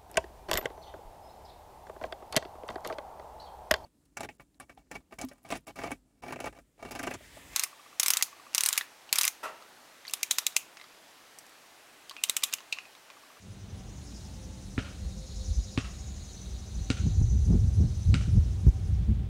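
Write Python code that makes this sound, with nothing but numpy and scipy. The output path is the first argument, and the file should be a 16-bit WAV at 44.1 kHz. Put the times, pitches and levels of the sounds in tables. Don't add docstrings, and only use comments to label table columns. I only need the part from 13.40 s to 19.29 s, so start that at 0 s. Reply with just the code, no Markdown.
import sys
import numpy as np
from scipy import signal
from scipy.fft import rfft, irfft
from scipy.io import wavfile
from scipy.ndimage import uniform_filter1d

SR = 44100
rng = np.random.default_rng(int(sys.argv[2]) if len(sys.argv) > 2 else 0)


def decibels_to_gain(level_db):
    exponent = np.asarray(level_db, float) / 20
    return 10 ** exponent


def waveform_to_disk(signal):
    frames = np.transpose(np.atleast_2d(signal))
    scaled = np.clip(frames, -1, 1) * 32767
    samples = np.round(scaled).astype(np.int16)
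    wavfile.write(sys.argv[1], SR, samples)


N = 259737
T = np.arange(N) / SR

# t/s, level/dB
CHORUS_EFFORT = [(0, -5), (.3, -3.5), (.75, 1), (4.8, 1.5), (5.5, -5), (5.89, -18)]


def unit(x):
    return x / np.sqrt(np.mean(x ** 2))


def band(x, lo_hz, hi_hz, order=2):
    return signal.sosfilt(signal.butter(order, [lo_hz, hi_hz], "band", fs=SR, output="sos"), x)


def hiss(lo_hz, hi_hz, order=2):
    return unit(band(rng.standard_normal(N), lo_hz, hi_hz, order))


def colour(x, points):
    hz, db = np.transpose(points)
    log_f = np.log(np.arange(len(x) // 2 + 1) * SR / len(x) + 1)
    gain_db = np.interp(log_f, np.log(hz), db, left=-60, right=-60)
    return irfft(rfft(x) * decibels_to_gain(gain_db), len(x))


def walk(rate_hz):
    hold = int(SR / rate_hz)
    held = np.repeat(rng.standard_normal(N // hold + 1), hold)
    return 1.3 * uniform_filter1d(uniform_filter1d(held, hold), hold)[:N]


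def curves(table):
    s, *columns = np.transpose(table)
    return [np.interp(T, s, c) for c in columns]


def fade(t, t60):
    return (t >= 0) * np.exp(-np.log(1000) * np.maximum(t, 0) / t60)


def tone(hz):
    return np.sin(2 * np.pi * np.cumsum(hz) / SR)


def add(out, s, x):
    i = int(s * SR)
    out[i:i + len(x)] += x[:N - i]


def steady(x, hold_s):
    return unit(x / uniform_filter1d(x ** 2, int(hold_s * SR)) ** .35)


def swells(base_db, middles_s, lengths_s, peaks_db):
    power = decibels_to_gain(base_db) ** 2
    for s, length_s, db in zip(middles_s, lengths_s, peaks_db):
        hump = np.cos(np.pi * np.clip((T - s) / length_s, -.5, .5)) ** 4
        power = power + decibels_to_gain(db) ** 2 * hump
    return 10 * np.log10(power)


def park():
    # f/Hz, density/dB per Hz
    bed_colour = [(60, -5.5), (100, 6), (200, -42), (330, -40), (600, -15.5), (950, -24.5), (2000, -23.5),
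                  (3500, -22), (6500, -37), (9000, -35.5), (11000, -47.5), (15800, -36.5)]
    # f/Hz, width/Hz, level/dB, start/s, end/s
    machines = [(100, 26, -48, 0, 5.9), (192, 14, -53, 0, 5.9), (285, 12, -63, .6, 1.6),
                (520, 4, -63, .9, 2.4), (766, 5, -69, .3, 5.9), (875, 4, -68, .7, 1.3),
                (382, 12, -66, 2.9, 3.5)]
    bed_db, trees_db = -54.5, -61
    bed = decibels_to_gain(bed_db + 1.0 * walk(6.9)) * unit(colour(rng.standard_normal(N), bed_colour))
    bed += decibels_to_gain(curves(CHORUS_EFFORT)[0] + trees_db - 2 + walk(6)) * hiss(5000, 9800)
    for hz, width_hz, db, start_s, end_s in machines:
        gate = np.clip(np.minimum(T - start_s, end_s - T) / 0.046, 0, 1)
        hum = steady(hiss(hz - width_hz / 2, hz + width_hz / 2, order=1), 0.36)
        bed += decibels_to_gain(db + 1.25 * walk(3.85)) * gate * hum
    return bed


def bird():
    t = T - 5.69
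    whistle = np.sin(2 * np.pi * (2200 * t + 900 * t ** 2))
    return decibels_to_gain(-61 + 2 * walk(60)) * fade(t, .3) * np.clip(t / .01, 0, 1) * whistle


def cricket():
    # t/s, peak level/dB
    chirp_events = [(0.1087, -62), (0.3615, -60), (0.625, -59), (1.005, -60), (1.2501, -61), (2.0762, -59),
                    (2.318, -63), (3.791, -60), (4.054, -60), (4.336, -58.5), (4.635, -61), (4.9135, -58),
                    (5.1981, -63), (5.4644, -63), (5.7518, -74)]
    out, t = np.zeros(N), T[:SR // 20]
    stroke_hz = 113
    for s, db in chirp_events:
        strokes = np.maximum(np.sin(2 * np.pi * stroke_hz * (t - .004)), 0) ** 0.63
        strokes *= np.sin(np.pi * t / t[-1]) ** 0.55
        hz = 9950 - 6000 * t + 60 * rng.standard_normal()
        add(out, s - .008, decibels_to_gain(db + 2.0) * strokes * tone(hz))
    return out


def cicada():
    # t/s, rate/Hz
    pump_rate = [(0, 10.81), (1.9, 10.81), (3.3, 12.1), (4.75, 14.9), (5.6, 10.2), (5.89, 10)]
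    # f/Hz, width/Hz, throb depth/dB, lag/pumps
    resonances = [(4050, 800, 6, .5), (5350, 1100, 8, 0), (6070, 340, 7, 0), (6750, 600, 2.5, 0)]
    drone_db = (-70.5, -69, -69, -68)
    # resonance index, middle t/s, length/s, peak level/dB
    song_swells = [(0, 0.82, 0.3, -67), (0, 2.12, 2.7, -62), (0, 3.04, 1, -61.5), (0, 3.54, 1.06, -60),
                   (0, 4.7, 1.4, -65.5), (1, .75, 0.39, -62.5), (1, 1.5, .5, -69), (1, 2.17, 1.47, -58),
                   (1, 3.5, .6, -79), (2, 2.13, 0.37, -57.5), (2, 2.98, 0.64, -59.5), (2, 3.51, 0.75, -58),
                   (2, 3.92, .6, -58), (2, 4.47, 1.8, -64.5), (2, 1.1, 0.64, -83), (1, 4.9, 1.2, -70),
                   (3, 0.69, 0.73, -62.5), (3, 2.07, 1.2, -57), (3, 2.73, 1.6, -60), (3, 3.73, 1.4, -60.5)]
    start_turns = .7
    pump = start_turns + np.cumsum(curves(pump_rate)[0]) / SR
    repeat = np.r_[1, np.zeros(115), -.3]
    beat = 1 + .22 * np.cos(2 * np.pi * np.cumsum(390 + 8 * walk(3)) / SR)
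    out = 0
    which, *phrases = np.transpose(song_swells)
    for k, (hz, width_hz, depth_db, lag) in enumerate(resonances):
        own = np.round(which) == k
        db = swells(drone_db[k] + curves(CHORUS_EFFORT)[0], *(column[own] for column in phrases))
        ribs = beat * signal.lfilter([1], repeat, rng.standard_normal(N))
        throb = ((1 + np.cos(2 * np.pi * (pump - lag))) / 2) ** 1.7
        song_db = db + depth_db * throb * (1 + 0.07 * walk(3.16)) + walk(7)
        out = out + decibels_to_gain(song_db) * unit(band(ribs, hz - width_hz / 2, hz + width_hz / 2))
    return out


def wind():
    # t/s, level/dB
    breeze = [(0, -59), (.5, -45.5), (1.5, -46), (2.6, -46), (3.25, -46.5), (3.65, -30.5), (4.45, -28),
              (4.55, -35), (5.1, -30), (5.89, -37)]
    # middle t/s, length/s, rumble level/dB, sharpness (flutter re rumble)/dB
    gust_events = [(1.67, 0.12, -35, -23), (1.997, 0.12, -32.5, -19), (2.11, 0.045, -24, -36),
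                   (2.193, 0.045, -23.5, -22), (2.466, 0.15, -37, -11), (2.712, 0.27, -39.5, -28),
                   (3.147, 0.18, -36.5, -22), (3.384, 0.11, -29, -10), (3.661, 0.14, -27.5, -3),
                   (3.813, 0.089, -21, -39), (3.95, 0.17, -24.5, -14), (4.065, 0.24, -28.5, -14),
                   (4.13, 0.14, -23.5, 0), (4.253, 0.087, -24, -9.5), (4.431, 0.12, -21.5, -3),
                   (4.592, 0.078, -30.5, -27), (4.697, 0.063, -18, -18.5), (4.742, 0.091, -24.5, -3.5),
                   (4.801, .1, -27.5, -8.5), (4.886, 0.032, -27, -4.5), (1.788, 0.098, -38.5, -4),
                   (4.967, 0.086, -17, -6.5), (5.06, 0.065, -26.5, -12.5), (5.14, 0.047, -37, -12),
                   (5.26, 0.12, -30.5, -4.5), (5.424, 0.14, -31, -12), (5.546, 0.098, -23.5, -17.5),
                   (5.616, 0.054, -26.5, -6), (5.706, 0.079, -23.5, -5.5), (5.801, 0.15, -30.5, -9)]
    # t/s, peak level/dB, swing f/Hz
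    eddy_events = [
        (3.6655, -17, 95),
        (3.814, -14, 95),
        (4.128, -19, 150),
        (4.405, -19, 120),
        (5.267, -6.5, 80),
        (5.281, -7.5, 64),
    ]
    # calm level/dB, slope/dB per dB of breeze
    flutter_base = (-55, 0.5351)
    rasp_base = (-61.5, 0.5061)
    # offset/dB, slope/dB per dB of flutter, slope/dB per dB of sharpness
    rasp_gust = (-3.44, 1.455, 0.97)
    calm_db, brisk_db = -44, 10

    breeze_db = curves(breeze)[0]
    rise_db = breeze_db - calm_db
    s, length_s, db, sharp_db = np.transpose(gust_events)
    rumble_db = swells(breeze_db, s, 2 * length_s, db)
    flutter_db = swells(flutter_base[0] + flutter_base[1] * rise_db, s, 1.06 * length_s, db + sharp_db)
    rasp_peak_db = rasp_gust[0] + rasp_gust[1] * (db + sharp_db) + rasp_gust[2] * sharp_db
    rasp_db = swells(rasp_base[0] + rasp_base[1] * rise_db, s, 0.96 * length_s, rasp_peak_db)

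    flicker = walk(30)
    brisk = np.clip(rise_db / brisk_db, 0, 1)
    noise = rng.standard_normal(N)
    rumble = np.sqrt(1 - .75 * brisk) * unit(band(noise, 42, 78, order=3))
    rumble += brisk * unit(band(noise, 52, 108, order=3))
    out = decibels_to_gain(rumble_db + 1.2 * flicker) * steady(rumble, .05)
    out += decibels_to_gain(flutter_db + 2.2 * flicker) * steady(hiss(105, 205, order=3), .04)
    out += decibels_to_gain(rasp_db + 2.5 * flicker) * steady(hiss(215, 420), .03)

    t = T[:SR // 20]
    for s, db, hz in eddy_events:
        turn = hz * t * (1 + .35 * np.exp(-t / .004))
        gate = np.clip(t / .002, 0, 1) * np.clip((1.15 - turn) / .8, 0, 1)
        add(out, s, decibels_to_gain(db + 1.5) * np.sin(2 * np.pi * turn) * gate)
    return out


def slap_of(t, treble_db):
    top_hz = 4320 + 41 * treble_db
    start_hz = 1650 + 25 * (treble_db + 14)
    rise_hz = top_hz - (top_hz - start_hz) * np.exp(-t / .0012)
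    fall_hz = top_hz + 2000 * np.exp(-t / 0.00106)
    slap = tone(rise_hz) * fade(t, 0.0085) * np.clip((.0045 - t) / 0.0005, 0, 1)
    slap += decibels_to_gain(0.75 * treble_db + 2.5) * tone(fall_hz) * fade(t, 0.027)
    grit = hiss(6500, 9300, order=3)[:len(t)]
    slap += decibels_to_gain(treble_db - 1) * grit * fade(t, .012)
    build_s = .00012 * decibels_to_gain(-.5 * (treble_db + 14))
    return slap * (1 - np.exp(-t / build_s))


def thump_of(t):
    # f/Hz, level/dB, t60/s
    shell_modes = [
        (108, -1, .06),
        (262, 0, .048),
    ]
    (low_hz, low_db, low_t60), (hz, db, t60) = shell_modes
    patch = np.cos(2 * np.pi * hz * (t - .0008)) * fade(t, t60) * (1 - np.exp(-t / 0.0011))
    late = t - .001
    return decibels_to_gain(db) * patch - decibels_to_gain(low_db) * np.sin(2 * np.pi * low_hz * late) * fade(late, low_t60)


def ball():
    # t/s, slap peak/dB, thump/dB re slap, treble/dB re slap, main air ring f/Hz
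    bounce_events = [
        (1.3791, -19.5, -2.5, -32, 1400),
        (2.376, -17, -3, -21, 1190),
        (3.502, -18, -1.5, -12.5, 1420),
        (4.7418, -18, -10, -14, 1373),
    ]
    # f/Hz, level/dB, t60/s
    cavity_modes = [(426, -17.5, 0.093), (538, -21.5, 0.073), (603, -50, 0.046), (775, -25.5, 0.075),
                    (1897, -8, 0.0093), (2490, -57, 0.055)]
    # multiple of main ring, level/dB, t60/s, level in echoes/dB
    sphere_modes = [(1.002, -12.5, 0.028, -13.5), (1.62, -12.5, 0.012, -24), (2.2, -22, 0.013, -20)]
    # f/Hz, density/dB per Hz
    echo_colour = [(500, 13), (900, 0), (1300, 10.5), (2100, 7), (2800, 10.5), (3400, 4), (5000, -1.5),
                   (9000, -10.5), (14000, -53)]
    # delay/s, level/dB, t60/s
    echo_paths = [
        (0.0055, 12, 0.072),
        (0.066, -7, 0.24),
        (0.022, -5.5, .65),
    ]
    echo_db = -43.5
    wall_s, wall_db = .068, -21

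    out, t = np.zeros(N), T[:SR // 2]
    for s, slap_db, thump_db, treble_db, ring_hz in bounce_events:
        slap = slap_of(t, treble_db)
        ring = np.zeros(len(t))
        for hz, db, t60 in cavity_modes:
            ring += decibels_to_gain(db + thump_db + 3) * np.sin(2 * np.pi * (hz * t + rng.random())) * fade(t, t60)
        for multiple, db, t60, _ in sphere_modes:
            ring += decibels_to_gain(db) * np.sin(2 * np.pi * multiple * ring_hz * t) * fade(t, t60)
        ring *= 1 - np.exp(-t / 0.00034)

        spread = np.zeros(len(t))
        for lag_s, db, t60 in echo_paths:
            late = t - lag_s
            spread += decibels_to_gain(db) * fade(late, t60) * (1 - np.exp(-np.maximum(late, 0) / 0.0015))
        tilt = [(hz, db + (treble_db + 25.5) * min(hz / 8000, 1)) for hz, db in echo_colour]
        noise = rng.standard_normal(len(t))
        scatter = unit(colour(noise, tilt))
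        for multiple, _, _, db in sphere_modes:
            scatter += decibels_to_gain(db) * unit(band(noise, multiple * ring_hz - 150, multiple * ring_hz + 150))

        direct = slap + decibels_to_gain(thump_db + 4.0) * thump_of(t) + ring
        add(out, s, decibels_to_gain(slap_db) * direct + decibels_to_gain(echo_db) * spread * scatter)
        add(out, s + wall_s, decibels_to_gain(slap_db + wall_db) * band(slap + ring, 900, 3200))
    return band(out, 20, 10000)


def scene():
    return (park() + bird() + cricket() + cicada() + wind() + ball())[None]


def low_pass(x):
    return signal.sosfilt(signal.butter(12, 15760, fs=SR, output="sos"), x)


def record(dry):
    x = signal.sosfilt(signal.butter(2, 33, "high", fs=SR, output="sos"), dry)
    over = np.clip((np.maximum(x, -.9 * x) - .28) / .06, 0, 1)
    rattle = decibels_to_gain(-55) * hiss(5500, 6500) + decibels_to_gain(-61) * hiss(11000, 13000)
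    rattle += decibels_to_gain(-60) * hiss(1000, 15500, order=1)
    x = .6 * np.tanh(x / .6) + over * rattle
    x = signal.sosfilt(signal.ellip(8, .2, 60, 15740, fs=SR, output="sos"), x)
    return low_pass(x)


dry = scene()
out = record(dry)
waveform_to_disk(out)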